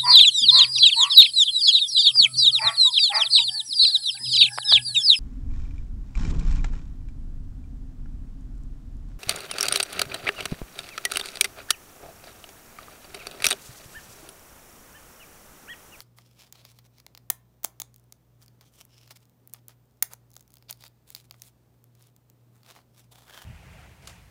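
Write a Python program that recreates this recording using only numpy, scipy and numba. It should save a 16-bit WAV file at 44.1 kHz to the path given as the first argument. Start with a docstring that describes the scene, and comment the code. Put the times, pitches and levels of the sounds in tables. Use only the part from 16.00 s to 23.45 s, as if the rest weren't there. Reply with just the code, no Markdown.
"""In a small, dry room, two hands close by bend a stiff cardboard card to work old gum loose.
The bond fails by brittle fracture, in ticks and a few loud snaps that excite the card's resonances;
a patch that comes free rings the gum like a plate. Sliding fingers rasp by stick-slip friction,
and card edges flick off them. Behind it lie faint air noise and mains hum beating against a motor."""
import sys
import numpy as np
from scipy import signal
from scipy.fft import rfft, irfft
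from scipy.io import wavfile
from numba import njit

SR = 44100
rng = np.random.default_rng(int(sys.argv[2]) if len(sys.argv) > 2 else 0)


def transcribe(u):
    """Save the signal u as a 16-bit wav file named by the first command-line argument.

    u: samples, shape (n,) or (channels, n), limited to [-1, 1]; the rate is SR.
    q: integer samples, one column per channel.
    """
    v = np.clip(np.atleast_2d(u).T, -1, 1)
    q = np.round(v * 32767).astype(np.int16)
    wavfile.write(sys.argv[1], SR, q)


N = 328545

T = np.arange(N) / SR


def undb(db):
    """Decibels to gain."""
    return 10 ** (np.asarray(db) / 20)


def unit(x):
    """Scale to rms 1."""
    return x / np.sqrt(np.mean(x ** 2))


def add(out, s, x):
    """Mix x into out from time s."""
    i = max(0, int(s * SR))
    out[i:i + len(x)] += x[:max(0, N - i)]


def colour(x, points):
    """Shape x by (Hz, dB) points; rms 1."""
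    hz, db = np.transpose(points)
    f = np.maximum(np.fft.rfftfreq(len(x), 1 / SR), 1)
    return unit(irfft(rfft(x) * undb(np.interp(np.log(f), np.log(hz), db)), len(x)))


def walk(rate):
    """Smooth random wander with a spread near 1."""
    knots = rng.standard_normal(int(N / SR * rate) + 2)
    return np.interp(T * rate, np.arange(len(knots)), knots)


def damping(t, t60):
    """Exponential decay: 60 dB down after t60 seconds."""
    return np.exp(-np.log(1000) * t / t60)


def flat_filter(x, hz, kind, order=2):
    """Maximally flat low-, high- or band-pass filtering."""
    return signal.sosfilt(signal.butter(order, hz, kind, fs=SR, output="sos"), x)


def band_lift(x, hz, width_hz, lift_db):
    """Second-order resonance: added to x, it lifts or cuts the band at hz."""
    b, a = signal.iirpeak(hz, hz / width_hz, fs=SR)
    return (undb(lift_db) - 1) * signal.lfilter(b, a, x)


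@njit
def resonate(x, hz, q):
    """State-variable band-pass with a moving centre, gain 1 there."""
    y, b, l = np.empty(len(x)), 0., 0.
    for i in range(len(x)):
        g = np.tan(np.pi * hz[i] / SR)
        v = (b + g * (x[i] - l)) / (1 + g * (g + 1 / q))
        b, l, y[i] = 2 * v - b, l + 2 * g * v, v / q
    return y


# Spectrum of the room air. Each row: frequency in Hz, relative density in dB.
AIR_SPECTRUM = [(25, -19.5), (45, -6.5), (80, 0), (150, 2.5), (250, -1), (500, -7), (1000, -14.5),
                (2000, -23), (4000, -25.5), (8000, -27.5), (15600, -31.5), (16500, -52.5)]

def air(level_db=-67):
    """Broadband ambient noise: a soft rumble and hiss whose level wavers slightly."""
    return colour(rng.standard_normal(N), AIR_SPECTRUM) * undb(level_db + .6 * walk(4.3))


# Course of the mains fundamental. Each row: time in seconds, level in dB.
MAINS_LEVELS = [(0, -77), (1.33, -69), (2.94, -73.5), (3.36, -81.5), (4.1, -70.5), (5.5, -74), (5.8, -77),
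                (6.55, -88.5), (7.16, -70)]
# Faint hum tones and a thin electronic whine. Each row: frequency in Hz, mean level in dB.
STEADY_TONES = [(149, -82), (179.6, -86), (239.5, -81.5), (14655, -82)]

def hum(mains_hz=59.2, buzz_hz=120, motor_hz=118.26, buzz_db=-63, motor_db=-70.5, quiet_s=.47):
    """Beating: a motor runs just below the mains buzz, so their sum swells and sinks."""
    beat = tone(buzz_hz, buzz_db, quiet_s) - tone(motor_hz, motor_db, quiet_s)
    fundamental = tone(mains_hz, np.interp(T, *np.transpose(MAINS_LEVELS)))
    return beat + fundamental + sum(tone(hz, db + 1.5 * walk(8)) for hz, db in STEADY_TONES)


def tone(hz, db, zero_s=0):
    """A sine of the given rms level that crosses zero upwards at zero_s."""
    return np.sqrt(2) * undb(db) * np.sin(2 * np.pi * hz * (T - zero_s))


def room(x, wet_db=-22, gap_s=.0105, build_s=.0035, bright_t60=.15, dull_t60=.3):
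    """Reverberation: near walls answer after a gap and absorb treble, so the lows last longest."""
    t = np.arange(SR // 3) / SR
    bright, dull = rng.standard_normal((2, len(t)))
    bright = flat_filter(bright, 13500, "low") * damping(t, bright_t60)
    dull = undb(-3) * flat_filter(dull, 2200, "low") * damping(t, dull_t60)
    tail = (bright + dull) * np.clip((t - gap_s) / build_s, 0, 1)
    return undb(wet_db) * signal.fftconvolve(x, tail / np.sqrt(np.sum(tail ** 2)))[:N]


# Finger strokes. Each row: start, attack and release in seconds, rasp level in dB,
# body and hiss in dB relative to the rasp.
FINGER_STROKES = [(0, 0.0032, 0.036, -59, -3.5, 6.5), (.16, 0.016, 0.047, -71.5, 2, 6),
                  (.19, 0.022, 0.28, -69.5, -9, -3.5), (0.351, 0.049, 0.11, -57, -9, -8.5),
                  (0.518, 0.028, 0.24, -60.5, -4.5, -11), (.63, 0.039, 0.17, -64, -18, -1),
                  (0.831, 0.034, 0.011, -64, -6, -5), (.91, 0.074, .04, -68.5, -12, -7),
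                  (2.39, 0.042, 0.023, -66.5, -0.5, 3.5), (2.608, 0.0077, 0.034, -62.5, 5.5, -12),
                  (2.644, 0.015, 0.057, -66, -11, -4), (2.718, 0.023, 0.12, -66.5, -10, 5),
                  (2.74, 0.063, 0.027, -57.5, -9, -4), (2.88, 0.11, 0.17, -63.5, -7.5, -6),
                  (3.099, .018, 0.016, -48, -5.5, -8), (3.15, 0.014, .018, -55.5, -10, -5),
                  (3.2, 0.023, 0.021, -65.5, -6, -4), (3.53, 0.017, 0.068, -64, -1.5, -16),
                  (3.68, 0.015, 0.06, -64, -1, -7), (4.099, 0.036, 0.011, -58, 5, 4.5),
                  (4.682, 0.018, 0.019, -46, -10, -14), (4.769, 0.096, 0.017, -59.5, -4.5, -2),
                  (5.065, 0.043, 0.039, -60, -9, 2), (5.14, 0.034, 0.062, -53.5, -13, -3),
                  (5.23, 0.024, 0.018, -62.5, -8, -5), (5.32, .16, .03, -63, -9, 2),
                  (5.9, 0.16, 0.046, -69, -4, -5), (6.51, 0.058, .05, -79, 7, 3.5),
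                  (6.63, 0.065, 0.1, -58, 0, -6), (6.73, 0.031, 0.08, -62, 2, -8),
                  (6.918, 0.08, 0.072, -63.5, -6, -1.5), (7.108, .012, 0.028, -62, 4.5, 2),
                  (7.134, 0.018, 0.21, -65, 5, -2.5), (7.25, 0.046, 0.15, -61, 5.5, -5),
                  (7.32, 0.045, 0.14, -56, 3, -5)]

def stroke_gains(speed_exponent=1.1, rest_db=(-86, -91, -92)):
    """Friction noise grows with speed: gains of body, rasp and hiss over the creep of resting fingers."""
    power = np.zeros((3, N))
    for start, attack, release, db, body_db, hiss_db in FINGER_STROKES:
        t = np.arange(int((attack + release) * SR)) / SR
        speed = np.interp(t, [0, attack, attack + release], [0, 1, 0])
        for part, part_db in zip(power, (body_db, 0, hiss_db)):
            add(part, start, (undb(db + part_db) * speed ** speed_exponent) ** 2)
    return np.sqrt(power + undb(rest_db)[:, None] ** 2)


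# Low, middle and high friction spectra. Each row: frequency in Hz, relative level in dB.
BODY_SPECTRUM = [(150, -25.5), (350, -1.5), (650, 2.5), (1200, 3), (2000, -2), (2800, -19.5)]
RASP_SPECTRUM = [(1500, -28.5), (2300, 1.5), (3600, 2.5), (5500, 0.5), (6800, -5), (8500, -23.5)]
HISS_SPECTRUM = [(5500, -21.5), (7200, 1.5), (10000, 1.5), (14000, -3), (15500, 1), (16100, -34)]
# The two card resonances that the grip selects.
# Each row: time in seconds, lower and upper frequency in Hz, nominal lift in dB.
GRIP_RESONANCES = [(.22, 3300, 5400, 9), (.43, 3170, 5230, 3), (.6, 3280, 3900, 6),
                   (0.701, 4200, 5810, 6.5), (2.76, 3130, 5960, 7), (2.93, 2970, 5340, 11.5),
                   (3.04, 2820, 5340, 7.5), (3.1, 2960, 5100, 1.5), (4.85, 3770, 4737, 9.5),
                   (5.18, 3520, 4280, 2), (6.7, 2660, 3550, 6), (7, 3740, 5970, 6.5), (7.12, 720, 3420, 10),
                   (7.24, 750, 3540, 6), (7.29, 1570, 3280, 11), (7.44, 1700, 3160, 10)]

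def rubbing(slips_per_s=3000, grain_db=6.5, judder_db=3, flicker_db=1.5, q=7.0):
    """Stick-slip friction: skin ridges catch and slip in micro-clicks, juddering with the pressure."""
    slips = (rng.random(N) < slips_per_s / SR) * rng.choice([-1, 1], N)
    sizes = undb(grain_db * np.minimum(rng.exponential(size=N), 5))
    friction = unit(slips * sizes) + rng.standard_normal(N)
    judder = judder_db * walk(90)
    rub = np.zeros(N)
    for spectrum, gain in zip((BODY_SPECTRUM, RASP_SPECTRUM, HISS_SPECTRUM), stroke_gains()):
        rub += colour(friction, spectrum) * gain * undb(judder + flicker_db * walk(70))
    grip_s, *columns = np.transpose(GRIP_RESONANCES)
    lower_hz, upper_hz, lift_db = (np.interp(T, grip_s, column) for column in columns)
    lower = (undb(lift_db) - 1) * resonate(rub, lower_hz, q)
    upper = (undb(lift_db + 1.5) - 1) * resonate(rub, upper_hz, q)
    # what goes into the resonances is missing from the rasp around them
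    spent = .39 * resonate(rub, np.sqrt(lower_hz * upper_hz), .52)
    return rub - spent + .51 * (lower + upper)


# Resonances and dead spots of the held card. Each row: frequency in Hz, width in Hz, full lift in dB.
CARD_RESONANCES = [(716, 530, 6.5), (1230, 89, 2.5), (2120, 310, 7), (2930, 140, -11), (3260, 350, 2.5),
                   (4220, 410, 2), (5040, 710, 1.5), (6584, 310, 6.5), (8060, 270, -12), (10200, 900, 1),
                   (14700, 500, 6), (15160, 500, 6.5)]

def card(x, depth=1):
    """Forced vibration: the card imposes its peaks and dips on whatever shakes it."""
    return x + sum(band_lift(x, hz, width, db * depth) for hz, width, db in CARD_RESONANCES)


# Spells of crackle as the card bends.
# Each row: start and end in seconds, ticks per second, base level in dB.
CRACKLE_SPELLS = [(0.81, 1.024, 30, -72), (1.963, 2.041, 40, -59), (2.412, 2.463, 50, -51),
                  (3.049, 3.312, 30, -60.5), (3.487, 3.542, 40, -56.5), (3.817, 4.02, 20, -66.5),
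                  (4.296, 4.43, 75, -49.5), (4.473, 4.591, 60, -50), (4.763, 4.896, 45, -50.5),
                  (5.237, 5.493, 30, -54.5), (5.944, 6.049, 40, -52.5), (6.539, 6.794, 35, -59),
                  (7.112, 7.442, 45, -60)]

def crackle(t60=.005, scatter_db=3):
    """Acoustic emission: tiny threads of the bond part in turn, each a short tick through the card."""
    out, t = np.zeros(N), np.arange(SR // 100) / SR
    for start, end, rate, db in CRACKLE_SPELLS:
        count = max(1, int((end - start) * rate))
        for k, (jitter, size) in enumerate(rng.random((count, 2))):
            tick = rng.standard_normal(len(t)) * damping(t, t60)
            gain = undb(db + scatter_db * (2.87 * size - .5))
            add(out, start + (end - start) * (k + jitter) / count, gain * tick)
    return card(flat_filter(out, 4000, "high"), depth=.69)


def flex(drive_db, hz=340, swell_s=.00091):
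    """Damped oscillation: the whole card springs back and the fingers stop it within a few cycles."""
    t = np.arange(SR // 25) / SR
    share_db = -8 - .25 * abs(drive_db + 30)  # the share peaks for hard snaps, at a drive of -30 dB
    envelope = t / swell_s * np.exp(1 - t / swell_s)
    swing = undb(drive_db + share_db) * np.sin(2 * np.pi * hz * t) * envelope
    return flat_filter(swing, 170, "high")  # no deep rumble lingers below the spring


# Bands of a snap, from the card's body up to the sharp edge. Each row: lower and upper limit in Hz.
WAVE_BANDS = [(540, 1450), (1500, 3300), (3300, 5600), (5600, 8500), (8500, 16500)]

def snap(t60, levels_db, crack_t60=.00055, crack_db=5, bass_lag_s=.0005, kick_db=3):
    """Dispersion: a sudden release flexes the card; its slow, low bending waves come late and linger."""
    t = np.arange(SR // 25) / SR
    out = flex(levels_db[0])
    for (low_hz, high_hz), db in zip(WAVE_BANDS, levels_db):
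        slowness = WAVE_BANDS[0][1] / high_hz
        age = t - bass_lag_s * slowness
        ring = damping(age, t60 * (1 + .99 * slowness))
        crack = undb(crack_db) * damping(age, crack_t60)
        shake = rng.choice([-1, 1], len(t)) * (age >= 0) * (ring + crack)
        # to long waves the whole release is a single kick
        shake[np.argmax(age >= 0)] += undb(kick_db) * np.sqrt(slowness * np.sum(shake ** 2))
        wave = card(flat_filter(shake, (low_hz, high_hz), "band", order=3))
        millisecond_rms = np.sqrt(np.sum(wave ** 2) / (SR / 1000))  # as if all energy fell in 1 ms
        out += undb(db) * wave / millisecond_rms
    return out


# Spectrum shared by all flicks. Each entry: relative level in dB in one of WAVE_BANDS.
FLICK_SPECTRUM = [-3, -1.5, 0.5, -5.5, 2.5]
# Edge flicks. Each row: start in seconds, base t60 in seconds, base level in dB, tilt in dB per band.
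EDGE_FLICKS = [(.0045, 0.0043, -41, 0), (0.1855, 0.016, -48.5, -2.5), (.6509, 0.01, -46.5, 0),
               (0.7877, .024, -51.5, 0), (0.9835, .005, -58.5, 0.5), (1.0006, 0.011, -54.5, 0.5),
               (1.065, 0.0057, -45, -0.5), (1.1497, 0.0079, -47.5, 0), (1.175, .013, -48.5, 0.5),
               (2.4237, 0.024, -66, 4), (2.481, 0.0095, -61, 2), (2.6101, 0.027, -54.5, 0.5),
               (3.0765, .009, -56.5, 0), (3.1082, 0.037, -44.5, -0.5), (3.16, .017, -61, 0),
               (4.5696, 0.0075, -56, 0), (4.6248, 0.0044, -57.5, -0.5), (4.694, .025, -50.5, 0),
               (4.7, 0.039, -44.5, 0.5), (4.7271, .0058, -47, 2.5), (4.8384, 0.0085, -45.5, -1.5),
               (5.1494, 0.012, -43.5, 3.5), (5.1624, 0.0033, -52, 1.5), (5.31, 0.0065, -43, .5),
               (5.342, 0.025, -57, -4), (5.436, 0.012, -59, 0), (6.6322, 0.0078, -58.5, -0.5),
               (6.6625, 0.012, -56.5, -1), (6.7627, 0.044, -52, -5), (6.789, 0.015, -61, -6.5),
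               (7.28, .015, -53.5, -2), (7.307, 0.015, -50, -2.5), (7.3755, .0057, -44.5, -3.5)]

def flicks(ping_hz=4600, ping_width_hz=800):
    """Plucking: a card edge slips off a nail with a bright ping, or dully off a soft fingertip."""
    out = np.zeros(N)
    from_middle = np.arange(len(WAVE_BANDS)) - len(WAVE_BANDS) // 2
    for start, t60, db, tilt_db in EDGE_FLICKS:
        flick = snap(t60, db + np.array(FLICK_SPECTRUM) + tilt_db * from_middle)
        ping = band_lift(flick, ping_hz, ping_width_hz, lift_db=6 + 2.8 * tilt_db)
        add(out, start, flick + ping)
    return out


# Modes of the gum. Each row: frequency in Hz, relative level in dB, t60 in seconds.
GUM_MODES = [(1860, 2, .018), (2078, -4, 0.014), (2110, -22, .09), (3150, -11.5, 0.0068), (3370, -23, .08)]
# Whole patches of gum coming free. Each row: start in seconds, base level in dB.
PATCH_RELEASES = [(1.3011, -27), (4.0248, -29)]

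def gum(attack_s=.00074):
    """Free vibration: the brittle stick rings like a small plate when a patch of it is released."""
    out, t = np.zeros(N), np.arange(SR // 8) / SR
    attack = np.minimum(t / attack_s, 1)
    for start, db in PATCH_RELEASES:
        for hz, mode_db, t60 in GUM_MODES:
            ring = np.sin(2 * np.pi * (hz * t + rng.random())) * damping(t, t60)
            add(out, start, undb(db + mode_db) * ring * attack)
    return out


# Cracks in the bond under the gum. Each row: start in seconds, base t60 in seconds, base level in dB,
# card body and sharp edge in dB relative to that level.
BOND_CRACKS = [(0.5251, 0.0081, -43, -15, 3.5), (1.301, 0.016, -25.5, -5.5, 14.5),
               (1.3039, .0065, -29.5, -3.5, 11), (1.6331, 0.0074, -49, -5, 11),
               (1.6422, 0.0049, -37, -7, 11.5), (1.6461, 0.0098, -24, -2.5, 8),
               (1.6565, .007, -40, -19, -1), (1.7999, 0.014, -32, -10, 6.5),
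               (1.818, 0.0061, -29.5, -9.5, -1.5), (1.9424, 0.0053, -55, -20.5, 3),
               (1.9613, .005, -58, -17, 11.5), (2.1239, 0.0057, -44, -11.5, 2),
               (2.8518, 0.0044, -62.5, -2, 16), (3.4746, 0.0028, -64.5, -2.5, 24),
               (3.5366, 0.0056, -51, -9, 22.5), (3.6829, 0.0057, -54.5, -9, 18.5),
               (4.0242, 0.0082, -31.5, -21, 16), (4.0253, 0.016, -22.5, -7.5, 12.5),
               (4.1347, 0.0036, -41, -3.5, 6.5), (4.3653, 0.0072, -42.5, -5, 0), (4.408, 0.01, -53, -17, 4),
               (4.5399, 0.0067, -54.5, -6, 10), (4.7088, 0.012, -38.5, -5.5, 12),
               (5.1035, 0.0048, -45.5, -11, 8), (5.4198, 0.0058, -40.5, -26, 3.5),
               (5.8413, 0.0018, -63.5, -1, 14.5), (6.0708, 0.0053, -67, -8, 12.5),
               (6.164, 0.0038, -61, -9, 8.5), (6.2996, 0.0058, -57.5, -11.5, 7)]

def cracks():
    """Brittle fracture: the bond gives way with a snap that rattles and flexes the card."""
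    out = np.zeros(N)
    for start, t60, db, body_db, edge_db in BOND_CRACKS:
        hollow_db = -13 + .53 * edge_db  # a sharper fracture fills the dip above the card's body
        spectrum_db = np.array([body_db, hollow_db, -3, 2, edge_db])
        add(out, start, snap(t60, db + spectrum_db))
    return out


def scene():
    """Superposition: the direct sound of the handling, its reverberation and the background."""
    hands = cracks() + gum() + flicks() + crackle() + rubbing()
    return (hands + room(hands) + hum() + air())[None]


def record(dry, top_hz=16300):
    """Band limiting: a steep low-pass removes the highest treble."""
    return signal.sosfilt(signal.ellip(8, .2, 70, top_hz, fs=SR, output="sos"), dry)


dry = scene()
out = record(dry)
transcribe(out)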